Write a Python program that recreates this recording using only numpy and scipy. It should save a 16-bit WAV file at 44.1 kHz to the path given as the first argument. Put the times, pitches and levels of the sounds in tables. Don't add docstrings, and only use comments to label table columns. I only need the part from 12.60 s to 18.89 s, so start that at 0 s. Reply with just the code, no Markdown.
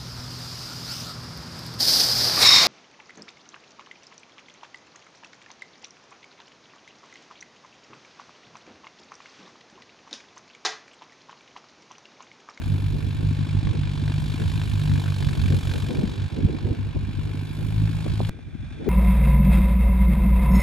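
import sys
import numpy as np
from scipy import signal
from scipy.fft import rfft, irfft, next_fast_len
from scipy.io import wavfile
from scipy.ndimage import map_coordinates

SR = 44100
rng = np.random.default_rng(int(sys.argv[2]) if len(sys.argv) > 2 else 0)


def master_out(mix):
    frames = np.transpose(np.atleast_2d(mix))
    ceiling = np.clip(frames, -1, 1)
    pcm = np.round(ceiling * 32767).astype(np.int16)
    wavfile.write(sys.argv[1], SR, pcm)


N = 277389


def amp(db):
    return 10 ** (np.asarray(db) / 20)


def unit_rms(x):
    return x / np.sqrt(np.mean(x ** 2) + 1e-20)


def along(points, hz):
    freqs, values = np.transpose(points)
    return np.interp(np.log(hz + 1), np.log(freqs + 1), values)


def curves(rows):
    times, *columns = np.transpose(rows)
    return [np.interp(np.arange(N) / SR, times, column) for column in columns]


def wobble(rate):
    return map_coordinates(rng.standard_normal(int(N * rate / SR) + 4), [np.arange(N) * rate / SR])


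def bump(centre_s, half_s):
    return np.exp(-((np.arange(N) / SR - centre_s) / half_s) ** 2)


def filtered(x, response):
    size = next_fast_len(N + 8192)
    return irfft(rfft(x, size) * response(np.fft.rfftfreq(size, 1 / SR)), size)[..., :N]


def panned(db):
    return amp(np.array([db / 2, -db / 2]))


# time_s, level_db
FLUTTER_LEVEL = [(0, -45), (.5, -40.5), (1.2, -43.5), (1.7, -45.5), (2.5, -40), (3.1, -41.5), (3.4, -36),
                 (3.7, -43.5), (3.9, -37.5), (4.15, -41), (4.4, -46), (4.9, -42), (5.4, -42.5), (5.69, -47),
                 (5.75, -48.5), (6.1, -59), (6.29, -33.5)]
# centre_s, level_db, length_s, pan_db
WIND_PUFFS = [(0.195, -42, 0.018, 9), (0.348, -43, .05, -5), (1.13, -38, 0.092, -1),
              (1.495, -46, 0.026, 14), (1.814, -32, 0.044, 6), (2.937, -35.5, 0.089, -1),
              (3.157, -32.5, .05, 0), (3.317, -30.5, 0.052, 4), (3.415, -35, 0.085, 0),
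              (3.79, -32.5, 0.048, -3), (3.886, -39.5, 0.14, -2), (4.091, -33.5, .1, -6),
              (4.364, -31.5, 0.019, -10), (4.438, -42.5, 0.015, 4), (5.466, -34.5, 0.02, -13),
              (5.613, -33.5, 0.028, 6), (6.225, -35, 0.07, 3), (6.274, -33.5, 0.032, 17)]
# freq_hz, gain_db
RUSTLE_EQ = [(90, -72), (150, -1), (230, 2), (330, 0.5), (450, -6), (650, -31), (900, -28), (1500, -120)]
# freq_hz, gain_db
FRAY_EQ = [(200, -74), (330, -26.5), (480, 3), (650, -2), (900, -10), (1300, -39), (2200, -120)]


def wind_flutter():
    lumps = amp(2.9 * np.array([wobble(45), wobble(45)])) * rng.standard_normal((2, N))
    bed = amp(curves(FLUTTER_LEVEL)[0] + 2.1 * np.array([wobble(18), wobble(18)]))
    blow = bed + sum(amp(db) * panned(pan_db)[:, None] * bump(centre_s, length_s / 2)
                     for centre_s, db, length_s, pan_db in WIND_PUFFS)
    rustle = unit_rms(filtered(lumps, lambda hz: amp(along(RUSTLE_EQ, hz))))
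    fray = unit_rms(filtered(lumps, lambda hz: amp(along(FRAY_EQ, hz))))
    fray_gain = amp(-16.5) * (blow / amp(-27)) ** 0.33
    return blow * (rustle + fray_gain * fray)


# start_s, peak_db, pitch_hz, pan_db
WIND_FLAPS = [(2.975, -26, 200, 15), (3.435, -13.5, 206, 8), (3.831, -18.5, 256, -4),
              (3.895, -24.5, 352, -6), (4.053, -29, 355, -1), (4.484, -23, 201, 0), (4.539, -31, 268, 4),
              (6.277, -16, 395, 7)]


def wind_flaps(rise_s=0.0027, t60_s=0.031):
    out, t = np.zeros((2, N + SR)), np.arange(SR // 10) / SR
    swell = (1 - np.exp(-t / rise_s)) ** 2 * amp(-60 * t / t60_s)
    swell /= swell.max()
    for start_s, db, hz, pan_db in WIND_FLAPS:
        wave = np.sin(2 * np.pi * (hz * t + rng.uniform(0, 0.06, (2, 1))))
        out[:, round(start_s * SR):][:, :len(t)] += amp(db) * panned(pan_db)[:, None] * swell * wave
    return out[:, :N]


# time_s, peak_db,
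# pitch_hz, pan_db
AIR_POPS = [(3.782, -29, 409, 12), (4.073, -29, 433, 9), (4.366, -22, 301, 3), (5.464, -18, 363, 5),
            (5.603, -15, 516, -10.5), (5.79, -37, 500, 13)]


def air_pops():
    out, t = np.zeros((2, N + SR)), np.arange(-200, 200) / SR
    for time_s, db, hz, pan_db in AIR_POPS:
        push = -amp(db) * np.cos(2 * np.pi * hz * t) * np.exp(-(3.0 * hz * t) ** 2)
        out[:, round(time_s * SR) - 130:][:, :len(t)] += panned(pan_db)[:, None] * push
    return out[:, :N]


# freq_hz, gain_db
BUFFET_EQ = [(13, -47), (22, -18), (54, -2), (92, 0), (260, -17), (340, -32), (570, -120)]


def wind_buffet():
    own = amp(4.0 * np.array([wobble(34), wobble(17)])) * rng.standard_normal((2, N))
    shared = amp(-7.0 + 3.7 * wobble(18)) * rng.standard_normal(N)
    return unit_rms(filtered(own + shared, lambda hz: amp(along(BUFFET_EQ, hz))))


# beat_number, time_s
CHUG_BEATS = [(0, .073), (15, 1.27), (26, 2.142), (34, 2.778), (46, 3.72), (52, 4.192), (60, 4.827),
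              (70, 5.618), (71, 5.712), (74, 5.953), (77, 6.196), (78, 6.277)]
# time_s, level_db
CHUG_LEVEL = [(0, -28), (1.5, -24), (2.3, -31.5), (3.5, -32.5), (4.3, -32.5), (4.7, -25.5), (5, -30),
              (5.3, -26), (5.68, -27), (5.71, -36), (5.87, -38), (5.95, -29), (6.03, -34.5), (6.2, -32)]


def slow_engine(pitch_hz=254.6, half_s=0.0035, right_lag_s=0.00036, pan_db=1):
    out, t = np.zeros((2, N + SR)), np.arange(-600, 600) / SR - [[0], [right_lag_s]]
    puff = -panned(pan_db)[:, None] * np.cos(2 * np.pi * pitch_hz * t) * np.exp(-(t / half_s) ** 2)
    beats, times = np.transpose(CHUG_BEATS)
    for time_s in np.interp(np.arange(beats[-1] + 1), beats, times):
        db = np.interp(time_s, *np.transpose(CHUG_LEVEL)) + rng.normal(0, 2.5)
        out[:, round(time_s * SR) - 600:][:, :1200] += amp(db) * puff
    return out[:, :N]


# freq_hz, likeness
STEREO_LIKENESS = [(550, 1), (900, 1), (1250, 0.6), (1650, 0.51), (1950, 0.15), (2300, 0.5), (4200, 1),
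                   (5700, 0.85), (7000, .87), (8300, 0.75), (9200, 0.23), (10500, 0.32), (12500, 0.35),
                   (15500, .15)]


def spread(pair, eq, band):
    def mid_side_gains(hz):
        angle = np.arccos(np.clip(along(STEREO_LIKENESS, hz), 0, 1)) / 2
        return band(hz) * amp(along(eq, hz)) * [np.cos(angle), np.sin(angle)]
    mid, side = filtered(pair, mid_side_gains)
    return np.array([mid + side, mid - side])


# freq_hz, pan_db
PORT_PAN = [(500, 1), (1100, 0.8), (1500, 0), (2500, -0.5), (3600, -2.5), (4600, -0.5), (6000, 0.5),
            (8200, 4), (11000, 2), (14500, 6)]
# freq_hz, left_lead_rad
PORT_PHASE = [(1000, 0.57), (1600, 0.26), (1900, 1), (2050, -1.34), (2700, 0.082), (4000, 0.44),
              (4700, 0.69), (6000, 0.11), (8000, -0.63), (9300, -1.2), (12000, -1)]
# time_s, delay_samples
RIGHT_DELAY = [(0, .7), (1.5, .5), (2.4, 0), (3.3, 0), (4.5, 1.1), (5.7, 1.3)]


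def microphone_ports(pair):
    def housing(hz):
        return panned(along(PORT_PAN, hz)) * np.exp(1j * np.outer([1, 0], along(PORT_PHASE, hz)))
    left, right = filtered(pair, housing)
    return np.array([left, map_coordinates(right, [np.arange(N) - curves(RIGHT_DELAY)[0]], order=5)])


def firing_bursts(firings, scatter_db, fall_s, steady_db, rise_s=0.0024):
    starts = np.flatnonzero(np.diff(np.floor(firings + 0.24)))
    train, t = np.zeros(N), np.arange(SR // 20) / SR
    train[starts] = amp(scatter_db * rng.standard_normal(len(starts)))
    gate = signal.fftconvolve(train, (1 - np.exp(-t / rise_s)) ** 2 * np.exp(-t / fall_s))[:N]
    return (unit_rms(gate) + amp(steady_db)) * rng.standard_normal((2, N))


# time_s, level_db
FAR_LEVEL = [(5.705, -56), (5.85, -58.5), (6.05, -54), (6.2, -53.5), (6.29, -50)]
# freq_hz, gain_db
WHIRR_EQ = [(350, -40), (600, -4), (964, -11), (1360, -8.5), (1530, -6), (1770, -8), (2400, -7), (2620, -9),
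            (2880, -14.5), (3680, -13), (4420, -18.5), (6360, -23.5), (7640, -31), (9280, -27),
            (11000, -41), (14300, -75), (22000, -120)]


def far_engine(firings):
    def panel_peaks(hz):
        return sum(amp(db) * width ** 2 / ((2 * (hz - pitch)) ** 2 + width ** 2)
                   for pitch, width, db in PANEL_MODES[1:4])
    throb = amp(0.22 * np.cos(2 * np.pi * firings / 4))
    bursts = firing_bursts(firings, scatter_db=3.0, fall_s=0.0088, steady_db=3.2)
    whirr = unit_rms(spread(bursts, WHIRR_EQ, np.ones_like))
    hum = unit_rms(filtered(rng.standard_normal(N), panel_peaks))
    return amp(curves(FAR_LEVEL)[0]) * throb * (whirr + amp(-3.5) * hum)


# pitch_hz, width_hz, gain_db
PANEL_MODES = [(1060, 180, -4), (1595, 130, -3.5), (2394, 100, -1), (3470, 320, -7.5), (4030, 160, -5),
               (6900, 78, -11)]


def panel_rattle(firings, scatter_db=4.5, mean_delay_s=0.0015):
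    starts, out = np.flatnonzero(np.diff(np.floor(firings + 0.0787))), np.zeros(N)
    for pitch, width, db in PANEL_MODES:
        blows = np.zeros(N + SR)
        delays = (rng.exponential(mean_delay_s, len(starts)) * SR).astype(int)
        blows[starts + delays] = amp(db + scatter_db * rng.standard_normal(len(starts)))
        out += filtered(blows[:N], lambda hz: 1j * hz * width / (pitch ** 2 - hz ** 2 + 1j * hz * width))
    return unit_rms(out)


# start_s, strength_db, panel_index
ENGINE_KNOCKS = [(1.072, -33, 0), (1.479, -27.5, 1), (1.917, -31, 2), (1.977, -33, 0), (2.016, -28, 0),
                 (2.316, -32, 1), (2.626, -27, 0), (2.647, -28, 3), (2.688, -28, 1), (2.752, -36, 3),
                 (2.923, -38, 0), (3.03, -41, 2), (3.072, -31, 3), (3.094, -32, 1), (3.114, -29, 1),
                 (3.138, -28, 3), (3.986, -34, 0), (5.649, -35, 3)]
# freq_hz, gain_db
KNOCK_EQ = [(350, -52), (700, -3), (4000, -6.5), (6500, -22), (10000, -66)]


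def engine_knocks(crack_t60_s=0.0082, ring_t60_s=0.02):
    out, t = np.zeros(N), np.arange(SR // 40) / SR
    for start_s, db, panel in ENGINE_KNOCKS:
        crack = amp(12.0 - 60 * t / crack_t60_s) * rng.standard_normal(len(t))
        ring = amp(-60 * t / ring_t60_s) * np.sin(2 * np.pi * PANEL_MODES[panel][0] * t)
        out[round(start_s * SR):][:len(t)] += amp(db) * (crack + ring)
    return filtered(out, lambda hz: amp(along(KNOCK_EQ, hz)))


# firing_rate_multiple, gain_db
EXHAUST_ORDERS = [(1, -11.5), (2, -1.5), (3, -4.5), (4, -20.5), (5, -27)]


def exhaust_drone(firings, pipe_phase_rad=1.2):
    phase = 2 * np.pi * (firings - 0.064)
    wave = sum(amp(db + 1.44 * wobble(11)) * np.cos(order * phase - pipe_phase_rad)
               for order, db in EXHAUST_ORDERS)
    return unit_rms(wave) * panned(-0.9 + 1.46 * wobble(5.3))


# time_s, level_db
BASS_LEVEL = [(0, -27.5), (.1, -22), (.9, -21.5), (1.3, -21.5), (1.75, -22), (2.0, -23.5), (2.6, -22),
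              (2.9, -20), (3.2, -26.5), (3.6, -26), (4.2, -27), (4.6, -26.5), (4.85, -29), (5.17, -23.5),
              (5.69, -26.5), (5.705, -37), (6.17, -36), (6.29, -29)]
# centre_s, gain_db
BASS_JOLTS = [(.4, -7), (.62, -5), (.68, 1.5), (.76, -7), (0.871, -10), (1.01, -8), (1.061, 6),
              (1.141, -20), (1.52, -12), (2.67, 4.5), (2.719, 3), (2.761, -10), (2.86, 3), (3.02, -18),
              (3.34, -7), (3.39, 7.5), (3.43, -7), (3.55, -13), (3.701, -53), (3.851, 17.5), (3.883, -9),
              (3.99, -8), (4.119, 10.5), (4.155, -19), (4.335, -9), (4.37, 5), (5.51, 6.5), (6.0, 4)]
# time_s, buffet_over_drone_db
GUST_BALANCE = [(0, 0.5), (.95, -3), (1.12, 3.5), (1.3, -6), (1.85, 0.5), (2.1, -3), (2.7, 0.5), (3, 0.5),
                (4.2, 5.5), (4.5, 4.5), (4.8, -6), (5.69, -1), (5.705, 10), (6.29, 12)]


def drone_and_buffet(firings, waver_db=1.5, jolt_half_s=0.013):
    gusts = amp(curves(GUST_BALANCE)[0])
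    jolts_db = sum(db * bump(centre_s, jolt_half_s) for centre_s, db in BASS_JOLTS)
    level = amp(curves(BASS_LEVEL)[0] + waver_db * wobble(16) + jolts_db)
    return level * (exhaust_drone(firings) + gusts * wind_buffet()) / np.sqrt(1 + gusts ** 2)


# time_s, bark_db, top_over_bark_db
BARK_LEVEL = [(0.0, -45, -18), (0.3, -47.5, -15.5), (0.62, -46, -21.5), (.9, -44, -26), (1.14, -43.5, -31),
              (1.66, -42, -20), (2.44, -40, -18), (2.71, -40, -20), (3.12, -38, -17.5), (3.63, -46, -26),
              (4.02, -49.5, -24), (4.36, -52.5, -21.5), (4.62, -48.5, -20), (4.98, -49, -13),
              (5.25, -45.5, -16.5), (5.48, -43, -21.5), (5.69, -44.5, -17)]
# freq_hz, gain_db
BODY_EQ = [(320, -18), (550, -4), (636, -3.5), (729, -4), (860, -1.5), (1050, -1), (1230, -7.5),
           (1550, -1.5), (1780, -2.5), (1940, -9.5), (2310, -1), (2780, -5.5), (3450, -0.5), (4570, -6.5),
           (5600, -13), (7280, -28), (12300, -120)]
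# freq_hz, gain_db
JET_EQ = [(3060, -14), (5200, -11.5), (5520, -12.5), (6050, -13), (6760, -7.5), (7800, -11), (8480, -10),
          (9380, -13), (10200, -12), (11500, -13.5), (15700, -30)]


def exhaust_bark(firings):
    bark_db, top_db = curves(BARK_LEVEL)
    hiss_db = -13.5 + 0.25 * (top_db - top_db.mean())
    blur_db = 1.0 - 0.89 * (bark_db - bark_db.mean())
    low = spread(firing_bursts(firings, 0.73, 0.0031, blur_db), BODY_EQ, lambda hz: hz < 1250)
    mid = spread(firing_bursts(firings, 3.1, 0.004, blur_db), BODY_EQ,
                 lambda hz: (hz >= 1250) & (hz < 2900))
    high = spread(firing_bursts(firings, 1.64, 0.0081, blur_db - 8), BODY_EQ, lambda hz: hz >= 2900)
    jet = firing_bursts(firings, scatter_db=1.4, fall_s=0.0064, steady_db=-5.5)
    hiss = amp(hiss_db) * unit_rms(spread(jet, JET_EQ, lambda hz: hz < 10000))
    top = amp(top_db) * unit_rms(spread(jet, JET_EQ, lambda hz: hz >= 10000))
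    rattle = amp(-10.5) * panel_rattle(firings)
    return amp(bark_db) * (unit_rms(low + mid + high) + rattle + hiss + top)


# time_s, firing_rate_hz
FIRING_RATE = [(0.0, 49.39), (0.35, 48.81), (0.7, 49.99), (1.05, 49.53), (1.4, 48.57), (1.75, 50.69),
               (2.1, 50.38), (2.45, 48.6), (2.8, 46.72), (3.15, 46.82), (3.5, 48.22), (3.85, 49.07),
               (4.2, 49.9), (4.55, 49.18), (4.9, 51.03), (5.25, 53.43), (5.69, 52.83), (5.7, 50.4),
               (6.29, 50.4)]
CUT_S = 5.694


def scene():
    firings = np.cumsum(curves(FIRING_RATE)[0]) / SR
    near = exhaust_bark(firings) + engine_knocks()
    tractor = microphone_ports(np.where(np.arange(N) < CUT_S * SR, near, far_engine(firings)))
    return drone_and_buffet(firings) + tractor + wind_flutter() + wind_flaps() + air_pops() + slow_engine()


def record(dry, floor_db=-81, top_hz=15810):
    t = np.arange(N) / SR - CUT_S
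    click = -amp(-18.0) * (t > 0) * np.exp(-np.abs(t) / 0.0052)
    hiss = amp(floor_db) * rng.standard_normal(dry.shape)
    return filtered(dry + click + hiss, lambda hz: hz < top_hz)


dry = scene()
out = record(dry)
master_out(out)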